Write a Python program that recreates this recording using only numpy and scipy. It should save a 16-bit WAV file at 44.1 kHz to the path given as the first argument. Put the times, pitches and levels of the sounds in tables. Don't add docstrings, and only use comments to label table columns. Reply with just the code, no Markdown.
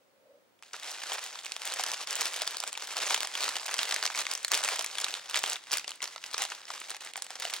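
import sys
import numpy as np
from scipy import signal
from scipy.fft import rfft, irfft, next_fast_len
from scipy.io import wavfile
from scipy.ndimage import uniform_filter1d, minimum_filter1d, map_coordinates

SR = 44100
rng = np.random.default_rng(int(sys.argv[2]) if len(sys.argv) > 2 else 0)


def to_wav(s):
    ch = np.atleast_2d(s).T
    pcm = np.round(np.clip(ch, -1, 1) * 32767)
    wavfile.write(sys.argv[1], SR, pcm.astype(np.int16))


def natural_amplitude(level_db):
    exponent = np.asarray(level_db, float) / 20
    return 10 ** exponent


N = 335160
FIRST_TOUCH_S = 0.63


def unit(x):
    return x / np.sqrt(np.mean(x ** 2) + 1e-20)


def along(points, hz):
    f, v = np.transpose(points)
    return np.interp(np.log(hz + 1), np.log(f + 1), v)


def wobble(rate):
    knots = rng.standard_normal(int(N * rate / SR) + 4)
    return map_coordinates(knots, [np.arange(N) * rate / SR])


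def filtered(x, response):
    m = next_fast_len(N + SR // 2)
    return irfft(rfft(x, m) * response(np.fft.rfftfreq(m, 1 / SR)), m)[..., :N]


def mode(f, hz, width_hz):
    damping = 1j * f * width_hz
    return damping / (hz * hz - f * f + damping)


def causal(points, f):
    cepstrum = irfft(np.log(natural_amplitude(along(points, f)) + 1e-6))
    half = len(cepstrum) // 2
    cepstrum[1:half] *= 2
    cepstrum[half + 1:] = 0
    return np.exp(rfft(cepstrum))


def creases(s, db, hz, body_db, sparkle_db, pan_db, t60, spike, size):
    rise_s = 0.0012
    t, f = np.arange(size) / SR, np.fft.rfftfreq(2 * size, 1 / SR)
    chance = rng.standard_normal((len(s), 3, size))
    life = t60 * np.exp(0.35 * chance[:, :1, -1:])
    flutter = chance * natural_amplitude(-60 * t / life) * np.minimum(0.38 + t / rise_s, 1)
    flutter[:, 0, int(rise_s * SR * 0.8)] = -spike
    ports = flutter[:, :1] + 0.36 * flutter[:, 1:]

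    hz, body_db = hz[:, None, None], body_db[:, None, None]
    body_hz = 620 * np.exp(0.34 * chance[:, 2:, -2:-1])
    ring = 0.64 + mode(f, hz, 0.23 * hz) - natural_amplitude(body_db + 10.5) * mode(f, body_hz, 330)
    bright_hz = 9200
    ring = ring * natural_amplitude(sparkle_db[:, None, None] * f ** 2 / (f ** 2 + bright_hz ** 2))
    neighbour_hz = 3300 * np.exp(0.57 * chance[:, :1, -2:-1])
    ring = ring - 0.55 * mode(f, neighbour_hz, 640)
    lead = 0.22 * chance[:, 2:, -1:]
    ring = ring * np.exp(lead * np.outer([1j, -1j], np.pi * f / SR))

    burst = irfft(rfft(ports, 2 * size) * ring)[..., :size]
    burst *= natural_amplitude(db)[:, None, None] / np.sqrt(np.sum(burst ** 2, (1, 2), keepdims=True))
    burst *= natural_amplitude(np.outer(pan_db, [0.5, -0.5]))[..., None]
    at = (np.round(s * SR).astype(int)[:, None] + np.arange(size)).ravel()
    return np.array([np.bincount(at, burst[:, c].ravel(), N + size)[:N] for c in range(2)])


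def snaps():
    # (time [s], strength [dB], ring [Hz], sparkle [dB])
    buckling = [(0.6245, -20.5, 1480, 2.5), (0.6333, -23.5, 2900, 4), (0.7332, -13, 6600, 0),
                (0.742, -14.5, 1320, -26), (0.7644, -14, 2020, 6), (0.7973, -14.5, 3450, 5),
                (0.8249, -20, 2130, -1), (0.8317, -12, 3450, 10), (0.9073, -10, 7100, 13),
                (0.9147, -5.5, 5680, 16), (1.0346, -9, 1980, 5), (1.0751, -18, 4690, -5),
                (1.119, -7, 3400, -23), (1.1319, -7, 7060, 9), (1.1558, -13, 895, -9),
                (1.1823, -12, 1060, -14), (1.1906, -13.5, 2540, 0), (1.2392, -4, 3730, 14),
                (1.263, -9, 3000, 13), (1.3558, -15, 1110, -9), (1.389, -13.5, 3700, -2),
                (1.4477, -9, 3190, 8), (1.4581, -10.5, 4440, 4), (1.4636, -9, 2450, 4.5),
                (1.5198, -6, 7800, 1), (1.5641, -6, 3200, 5.5), (1.6179, -10, 3330, 5),
                (1.6535, -2.5, 7200, 14), (1.6744, -1, 3800, 12), (1.7212, -8.5, 4720, 3),
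                (1.7381, -1, 7800, 15), (1.7865, -23, 4050, 7), (1.7948, -5.5, 920, -1),
                (1.8079, -4.5, 4600, 7), (1.8368, 3, 4060, 13.5), (1.8641, -7, 5250, 5),
                (1.8859, -6, 5000, 10), (1.9163, -1.5, 5500, 12), (1.9354, -5.5, 3030, 4.5),
                (1.9422, -9, 5000, -2), (2.0135, -15, 6500, -3), (2.0723, -7, 4820, 6.5),
                (2.1076, 0, 5800, 14), (2.1279, -3.5, 3020, 8.5), (2.1541, 3.5, 7050, 16),
                (2.1645, -4, 4090, 10.5), (2.2093, 5, 5370, 13), (2.2154, 1, 1030, 10.5),
                (2.2463, -6.5, 5770, 13), (2.2554, 1, 3330, 12),
                (2.277, -4, 5380, 14), (2.335, -4.5, 7400, 15), (2.3413, -9, 3400, 6),
               (2.3623, -2, 3340, 9.5), (2.41, -10.5, 3190, -9), (2.4186, 3, 4270, 12),
               (2.4683, -9, 2370, 6), (2.4756, 1.5, 4600, 9), (2.497, -18, 3010, 11),
               (2.5084, -4.5, 1920, 15.5), (2.5451, -13.5, 1040, -14), (2.5689, 1, 4700, 12),
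               (2.583, -11, 4690, 9), (2.602, 0, 4770, 12), (2.6372, -4.5, 1380, 2.5),
               (2.6757, -3.5, 7450, 6.5), (2.7287, -6.5, 8500, 6.5), (2.752, -15, 2520, -10),
               (2.7746, -4.5, 3500, 8), (2.822, -9.5, 5700, 5), (2.8491, -13, 4520, 12),
               (2.8715, -7, 3700, 14), (2.9154, -16, 3010, -3), (2.925, -13, 7840, 5.0),
               (2.9673, -1.5, 4370, 7), (3.0323, -6, 5300, 7), (3.0664, -6, 6760, 2), (3.077, -8, 3270, 6),
               (3.1028, -5, 5800, 7), (3.107, 0.5, 910, 3), (3.1144, -9, 2070, 1.0), (3.1437, 8, 3280, 6.5),
               (3.162, -8, 3480, 1), (3.205, -1.5, 890, 5), (3.2309, 1, 3830, 12), (3.2493, -10, 5900, -5),
               (3.272, -5.5, 9040, 5), (3.3522, -2.5, 3060, 3.5), (3.406, 0, 3220, 10), (3.42, -5, 3720, 7),
               (3.4273, -5, 4440, 4.0), (3.435, -2, 3470, 7), (3.4413, 1, 3800, 7), (3.453, -10, 3750, -11),
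               (3.4796, -5, 1290, -4), (3.49, -1.5, 4430, 7), (3.5556, -4, 3100, 6), (3.566, -3, 890, 2.5),
               (3.5971, -14, 4520, -7),
                (3.662, 1.5, 5250, 17.5), (3.681, -12, 1680, -5), (3.692, -11, 1540, -18),
                (3.7115, -5.5, 2230, 3), (3.741, 2.5, 5300, 6.5), (3.7817, -5, 5810, 5),
                (3.7899, 0.5, 3230, -5.5), (3.831, 2.5, 3220, 11.5), (3.8548, -10, 3120, 9),
                (3.8908, -0.5, 4440, 12.5), (3.9101, 0, 3160, 5.5), (3.923, -0.5, 4910, 3),
                (3.9421, 2.5, 5760, 6), (3.962, -1, 2260, 4.5), (4.0266, -1, 4700, 3.5),
                (4.0366, -3, 1440, 5), (4.0538, 1.5, 4130, 3), (4.063, -0.5, 5270, 4),
                (4.0754, -8, 2310, -4), (4.101, -9.5, 1530, 0), (4.148, -8, 2130, -5),
                (4.1566, -7, 7580, 7), (4.182, -6, 2370, 12), (4.189, -0.5, 6240, 11),
                (4.205, -4, 8010, 13.0), (4.215, -8, 5070, 7), (4.253, -12, 3400, -3),
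                (4.2668, -4.5, 2120, -2), (4.313, 2, 5100, 11.5), (4.3363, -1.5, 8400, 10),
                (4.351, 0.5, 5800, 12), (4.376, -9, 7100, 10), (4.43, -10, 8000, 14), (4.447, 5, 4260, 9.5),
                (4.4805, -3, 6680, 9), (4.517, 9, 4740, 12.5), (4.5364, 3.5, 3260, 8.5),
                (4.543, 4.5, 3480, 7.5), (4.5499, 5, 4950, 11), (4.5747, 3, 2220, 11.5),
                (4.6369, 3, 3750, 10.5), (4.6471, 0, 7190, 2.5), (4.678, -5.5, 2180, 2),
                (4.6872, 3, 2600, 6), (4.709, -10, 3140, 6), (4.7317, -13, 3700, -2), (4.759, -1, 4690, 9),
                (4.792, 1, 5470, 7.5), (4.809, -4, 1120, 3.5), (4.823, -1.5, 5660, 16),
                (4.844, 2.5, 2350, 12),
                (4.8616, -4.5, 5600, 5.5), (4.912, -15.5, 4610, 3), (4.9531, -11, 3320, 2),
                 (4.973, -14, 5600, -6), (4.9831, -1.5, 3470, 4.5), (5.0007, -4.5, 5900, 9),
                 (5.012, -6, 6800, 7), (5.015, -5, 5900, 8.5), (5.0432, 4, 3580, 9), (5.065, -12, 1170, -4),
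                 (5.083, -8.5, 1940, 1), (5.0881, -16, 7280, 7), (5.107, -9.0, 4260, 9),
                 (5.1396, -5.5, 3770, 4.5), (5.1506, -14, 3200, -1), (5.2966, -5.5, 3320, 9),
                 (5.31, -9, 4100, 6), (5.3432, -2, 3180, -1.5), (5.357, 3, 2110, 5.5),
                 (5.364, -5, 3360, -7), (5.372, -1, 3340, 3), (5.3905, 5, 3200, 17), (5.433, 0, 6550, 16),
                 (5.438, -1, 3130, -24), (5.461, -3, 3320, 8), (5.4771, -3.5, 1320, 9),
                 (5.4984, 2.5, 7800, 12), (5.506, -10, 5940, 1), (5.514, -9, 7320, 10),
                 (5.5315, -3, 6900, 8.0), (5.5573, -10, 3430, 1), (5.5641, -13.5, 2500, 3),
                 (5.71, -12.5, 5470, -1), (5.7164, -0.5, 5640, 8.5), (5.7234, -6, 5240, 5),
                 (5.7299, 9, 2600, 12.5), (5.7376, 1, 5130, 7), (5.771, 5.5, 2060, 15),
                 (5.782, -3, 4650, 9), (5.795, -8, 2630, 4), (5.8434, -14.5, 2840, -7),
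                 (5.8782, -7, 4700, 2), (5.892, -11.5, 8200, 4), (5.906, -9, 4350, 9),
                 (5.917, -13.5, 2860, 1), (6.004, -19.5, 2120, -19), (6.019, -2, 2900, 10),
                 (6.0263, -3.5, 6740, 8), (6.041, -3, 5250, 5),
                (6.055, -16, 5250, -10), (6.076, -12, 4630, 4), (6.1604, -13, 1400, -6),
                (6.179, -19, 5460, -13), (6.2392, -8.5, 2800, 4.5), (6.2617, -13, 5460, 8),
                (6.313, -17, 7500, 0), (6.3295, -14, 3420, 3), (6.334, -5, 4650, 14),
                (6.3425, -4, 5030, -13), (6.3796, 0, 5810, 9.5), (6.412, -19, 6120, 6),
                (6.42, 3.5, 2520, 10.5), (6.429, -2.5, 3400, 10), (6.438, -4.5, 6340, 8),
                (6.451, -7, 3600, 5), (6.5012, -13, 5730, 4), (6.519, -9.5, 2700, -7),
                (6.549, -15, 5000, 7), (6.6534, -20, 5340, 1), (6.6814, -22, 3140, -11),
                (6.7034, -10, 1020, -11), (6.7147, -16, 3450, 9), (6.801, -8, 7800, 20),
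                (6.8153, -13.5, 1400, -24), (6.896, -12.5, 3490, 5), (6.904, -4.5, 9200, 4),
                (6.9138, -12.5, 3600, -4), (6.946, -15, 2070, 0), (6.9658, -10, 2540, 9),
                (7.008, -15.5, 3100, 6), (7.0478, -11.5, 8100, 8), (7.062, -17.5, 1410, -4),
                (7.072, -17.5, 4180, -7), (7.1353, -12.5, 2960, 9), (7.1572, -11, 1460, -14),
                (7.1671, -4, 8000, 18), (7.1757, -11, 8870, -3), (7.2212, -4, 8250, 4.5),
                (7.244, -11, 8100, 15), (7.2655, -16.5, 2540, 1), (7.305, -12, 1510, 1),
                (7.3546, -13.5, 5600, -3), (7.399, -1, 4860, 17), (7.4217, -5, 1760, 1.5),
                (7.4465, -15, 2000, 0), (7.4515, -5, 2840, 1), (7.473, -17, 4600, 14),
                (7.499, -7.5, 3490, 6), (7.505, -8, 9000, 14), (7.5286, -14, 8900, -6),
                (7.5368, 2, 3510, 10.5), (7.5634, -8.5, 4070, 6),
                (0.59, -41, 3000, 0),
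        (1.138, 0, 12000, 24),
        (5.638, -23, 3960, 5),
        (5.67, -24, 5000, -3),
        (5.957, -17, 8650, 16),
    ]
    s, db, hz, sparkle_db = np.array(buckling).T
    pick = rng.random((len(s), 2))
    spread_db = 3.5
    pan_db = spread_db * 2 * (pick[:, 0] - 0.5) - 0.8
    body_db = -19 - 4 * np.log2(hz / 3000) + 12 * (pick[:, 1] - 0.5)
    kick = 5.5 * natural_amplitude(0.12 * db)
    return creases(s, db + 6.5, hz, body_db, 2.0 * (sparkle_db - 3.5), pan_db,
                   t60=0.016, spike=kick, size=768)


def pops():
    # (time [s], peak [dB], ring [Hz])
    panels = [(0.738, -37, 396), (1.154, -33, 910), (1.794, -24, 740), (2.003, -32, 1150),
              (2.418, -25.5, 634), (2.545, -41, 1180), (2.773, -30.5, 900), (2.965, -26, 840),
              (3.106, -23, 740), (3.689, -27, 830), (4.053, -36, 694), (4.514, -25.5, 1180),
              (4.642, -28.5, 720), (4.794, -26.5, 690), (5.436, -38, 710), (6.02, -31, 1060),
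              (6.34, -35, 965), (6.449, -28.5, 750), (6.702, -27, 920), (6.813, -47, 1010),
              (6.944, -33, 850), (7.176, -33, 780), (7.303, -35.5, 750), (7.45, -24, 700)]
    s, db, hz = np.transpose(panels)
    t = np.arange(SR // 20) / SR
    tone = natural_amplitude(db + 5.0)[:, None] * np.sin(2 * np.pi * np.outer(hz, t))
    knock = tone * natural_amplitude(-60 * t / 0.021) * (1 - np.exp(-t / 0.0018))
    at = np.round(s * SR).astype(int)[:, None] + np.arange(len(t))
    return np.bincount(at.ravel(), knock.ravel(), N + len(t))[:N]


def effort(t):
    # (time [s], crackle level [dB])
    grip = [(0.73, -76), (0.9, -55), (1.02, -38), (1.46, -44.5), (1.84, -46.5), (2.91, -38), (3.1, -33),
            (4.02, -39), (4.52, -46.5), (4.65, -39), (5.65, -46), (7.41, -46.5), (7.6, -40.5)]
    # (strongest moment [s], swell [s], fade [s], crackle level [dB])
    pulls = [(0.93, 0.52, 0.063, -41), (1.13, 0.063, 0.081, -39), (1.68, 0.083, 0.1, -36),
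             (1.85, 0.16, 0.17, -36), (2.011, 0.013, 0.062, -40), (2.13, 0.048, 0.061, -34),
             (2.22, 0.042, 0.087, -29.5), (2.41, 0.084, 0.059, -37), (2.979, 0.023, 0.024, -32.5),
             (3.11, 0.14, 0.024, -32), (3.37, 0.046, 0.061, -46), (3.43, 0.041, 0.087, -40),
             (3.7, 0.092, 0.43, -39), (3.93, 0.083, 0.022, -36.5), (4.05, 0.052, 0.021, -35),
             (4.18, 0.037, 0.06, -31), (4.331, 0.045, 0.025, -34.5), (4.538, 0.061, 0.026, -30),
             (4.67, 0.17, 0.13, -33), (5.022, 0.038, 0.12, -38), (5.36, 0.049, 0.046, -33.5),
             (5.488, 0.073, 0.18, -33), (5.73, 0.024, 0.062, -35.5), (5.9, 0.021, 0.026, -47),
             (6.032, 0.011, 0.029, -35.5), (6.411, 0.05, 0.049, -34.5), (6.72, 0.043, 0.078, -42.5),
             (6.9, 0.071, 0.2, -45), (7.46, 0.13, 0.1, -39.5)]
    # (time [s], half length [s], hush [dB])
    rests = [(0.796, 0.037, 8), (2.057, 0.011, 15), (2.71, 0.01, 15), (2.756, 0.017, 9), (3.295, 0.046, 8),
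             (4.484, 0.022, 17), (5.23, 0.02, 3.5), (5.617, 0.066, 16), (5.852, 0.034, 5),
             (5.985, 0.032, 13), (6.183, 0.028, 9), (6.635, 0.012, 2.5), (6.989, 0.014, 14),
             (7.133, 0.019, 11), (7.278, 0.025, 6.5), (7.379, 0.011, 8)]
    grip_db, first_touch_db, pull_edge_db = -1, -58.5, 10
    held = natural_amplitude(2 * (np.interp(t, *np.transpose(grip), left=-120) + grip_db))
    total = held + (t > FIRST_TOUCH_S) * natural_amplitude(2 * first_touch_db) + 1e-30
    for s, swell_s, fade_s, db in pulls:
        phase = np.where(t < s, (s - t) / swell_s, (t - s) / fade_s)
        pull_db = db - pull_edge_db * np.minimum(phase, 5) ** 2
        total = total + (t > grip[0][0]) * natural_amplitude(2 * pull_db)
    hush_db = sum(db * np.exp(-((t - s) / half_s) ** 4) for s, half_s, db in rests)
    return 10 * np.log10(total) - hush_db


def effort_curve():
    steps = np.arange(0, N, 64) / SR
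    return np.interp(np.arange(N) / SR, steps, effort(steps))


def crackle(count):
    crowd = np.cumsum(natural_amplitude(2.5 * wobble(60)) * (np.arange(N) > FIRST_TOUCH_S * SR))
    pick = rng.random((count, 6))
    when = np.interp(pick[:, 0], crowd / crowd[-1], np.arange(N) / SR)
    effort_db = effort(when)
    db = effort_db + 22.0 - 2.28 * np.log(pick[:, 1] + 0.04)
    hz = 1100 * 7 ** pick[:, 2]
    thump_db = 7 * np.log(pick[:, 4] + 0.02)
    body_db = -6 + 0.22 * (effort_db + 52) + thump_db
    sparkle_db = 2.8 * 7 * (pick[:, 5] - 0.55)
    pan_db = 5 * (pick[:, 3] - 0.5) - 0.8
    return creases(when, db, hz, body_db, sparkle_db, pan_db, t60=0.008, spike=3.46, size=384)


def rub():
    rub_top_hz = 11000
    level_db = effort_curve()
    shared, own = rng.standard_normal(N), rng.standard_normal((2, N))
    hiss = filtered(shared + 0.55 * own, lambda f: 1 / (1 + 1j * f / rub_top_hz))
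    return natural_amplitude(level_db - 2.5 + 4.4 * wobble(35)) * hiss


def room(x):
    # (frequency [Hz], t60 [s])
    decay = [(300, 0.12), (2000, 0.35), (6000, 0.29), (14000, 0.11)]
    # (frequency [Hz], share [0-1])
    common = [(300, 0.52), (1000, 1), (4000, 0.12), (10000, 0.041)]
    hz, t, z = signal.stft(rng.standard_normal((3, SR // 3)), SR, nperseg=256)
    share = np.clip(along(common, hz), 0, 1)[:, None]
    z = np.sqrt(share) * z[2] + np.sqrt(1 - share) * z[:2]
    tail = signal.istft(z * natural_amplitude(-60 * t / along(decay, hz)[:, None]), SR, nperseg=256)[1]
    late = np.pad(x.mean(0), (200, 0))[None]
    return signal.fftconvolve(late, tail / np.linalg.norm(tail[0]), axes=1)[:, :N]


def rumble():
    rumble_hz, rumble_db, grows = 114, -86.5, 0.66
    level_db = grows * (effort_curve() + 40)
    shake = rng.standard_normal((2, N)) + 0.98 * rng.standard_normal(N)
    low = unit(filtered(shake, lambda f: 1 / (1 + (f / rumble_hz) ** 4) * f / (f + 15)))
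    return natural_amplitude(rumble_db + level_db + 3.5 * wobble(6.3)) * low


def background():
    # (frequency [Hz], gain [dB])
    air_colour = [(15, -46), (25, -19), (149, -4), (270, -0.5), (531, 1.5), (14800, -21), (16000, -17.5)]
    # (frequency [Hz], correlation [-1 to 1])
    air_likeness = [(60, 0.11), (600, 0.057), (3000, .06), (15000, 0.091)]
    # (frequency [Hz], width [Hz], level [dB])
    hum = [
        (288, 46, -86),
        (542, 83, -79.5),
    ]
    # (frequency [Hz], level [dB])
    whine = (15685, -88)

    def mid_side(f):
        angle = np.arccos(np.clip(along(air_likeness, f), -1, 1)) / 2
        return natural_amplitude(along(air_colour, f)) * [np.cos(angle), np.sin(angle)]

    mid, side = filtered(rng.standard_normal((2, N)), mid_side)
    air = natural_amplitude(-68) * unit(np.array([mid + side, mid - side]))
    for hz, width_hz, db in hum:
        band = unit(filtered(rng.standard_normal(N), lambda f: mode(f, hz, width_hz) ** 2))
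        air += natural_amplitude(db + 4.8 * wobble(6)) * band
    whine_hz, whine_db = whine
    return air + natural_amplitude(whine_db) * np.sqrt(2) * np.sin(2 * np.pi * whine_hz * np.arange(N) / SR)


def scene():
    # (frequency [Hz], gain [dB])
    paper_colour = [(88, -41), (439, -9), (716, -3), (1120, -2.5), (3220, -1.5), (7620, -4), (10200, -9),
                    (13000, -17), (16000, -11.5)]
    lead = 1.44
    sources = snaps() + pops() + crackle(count=4000) + rub()
    paper = filtered(sources, lambda f: causal(paper_colour, f))
    near = filtered(paper, lambda f: np.exp(np.outer([1j, -1j], np.pi * f * lead / SR)))
    return near + natural_amplitude(-15) * room(paper) + background() + rumble()


def drop_weak_treble(x):
    treble_hz, threshold_db = 10300, -17
    treble = filtered(x, lambda f: f > treble_hz)
    energy = np.abs(uniform_filter1d(np.sum(treble ** 2, 0), size=128))
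    peak = -minimum_filter1d(-energy, size=1400)
    lost = minimum_filter1d(np.float64(energy < peak * natural_amplitude(2 * threshold_db)), size=320)
    lost = -minimum_filter1d(-lost, size=320)
    return x - treble * uniform_filter1d(lost, size=64)


def band_limit(x):
    return signal.sosfilt(signal.butter(12, 16980, fs=SR, output="sos"), x)


def record(dry):
    mix = drop_weak_treble(filtered(dry, lambda f: f < 15900))
    return band_limit(mix)


dry = scene()
out = record(dry)
to_wav(out)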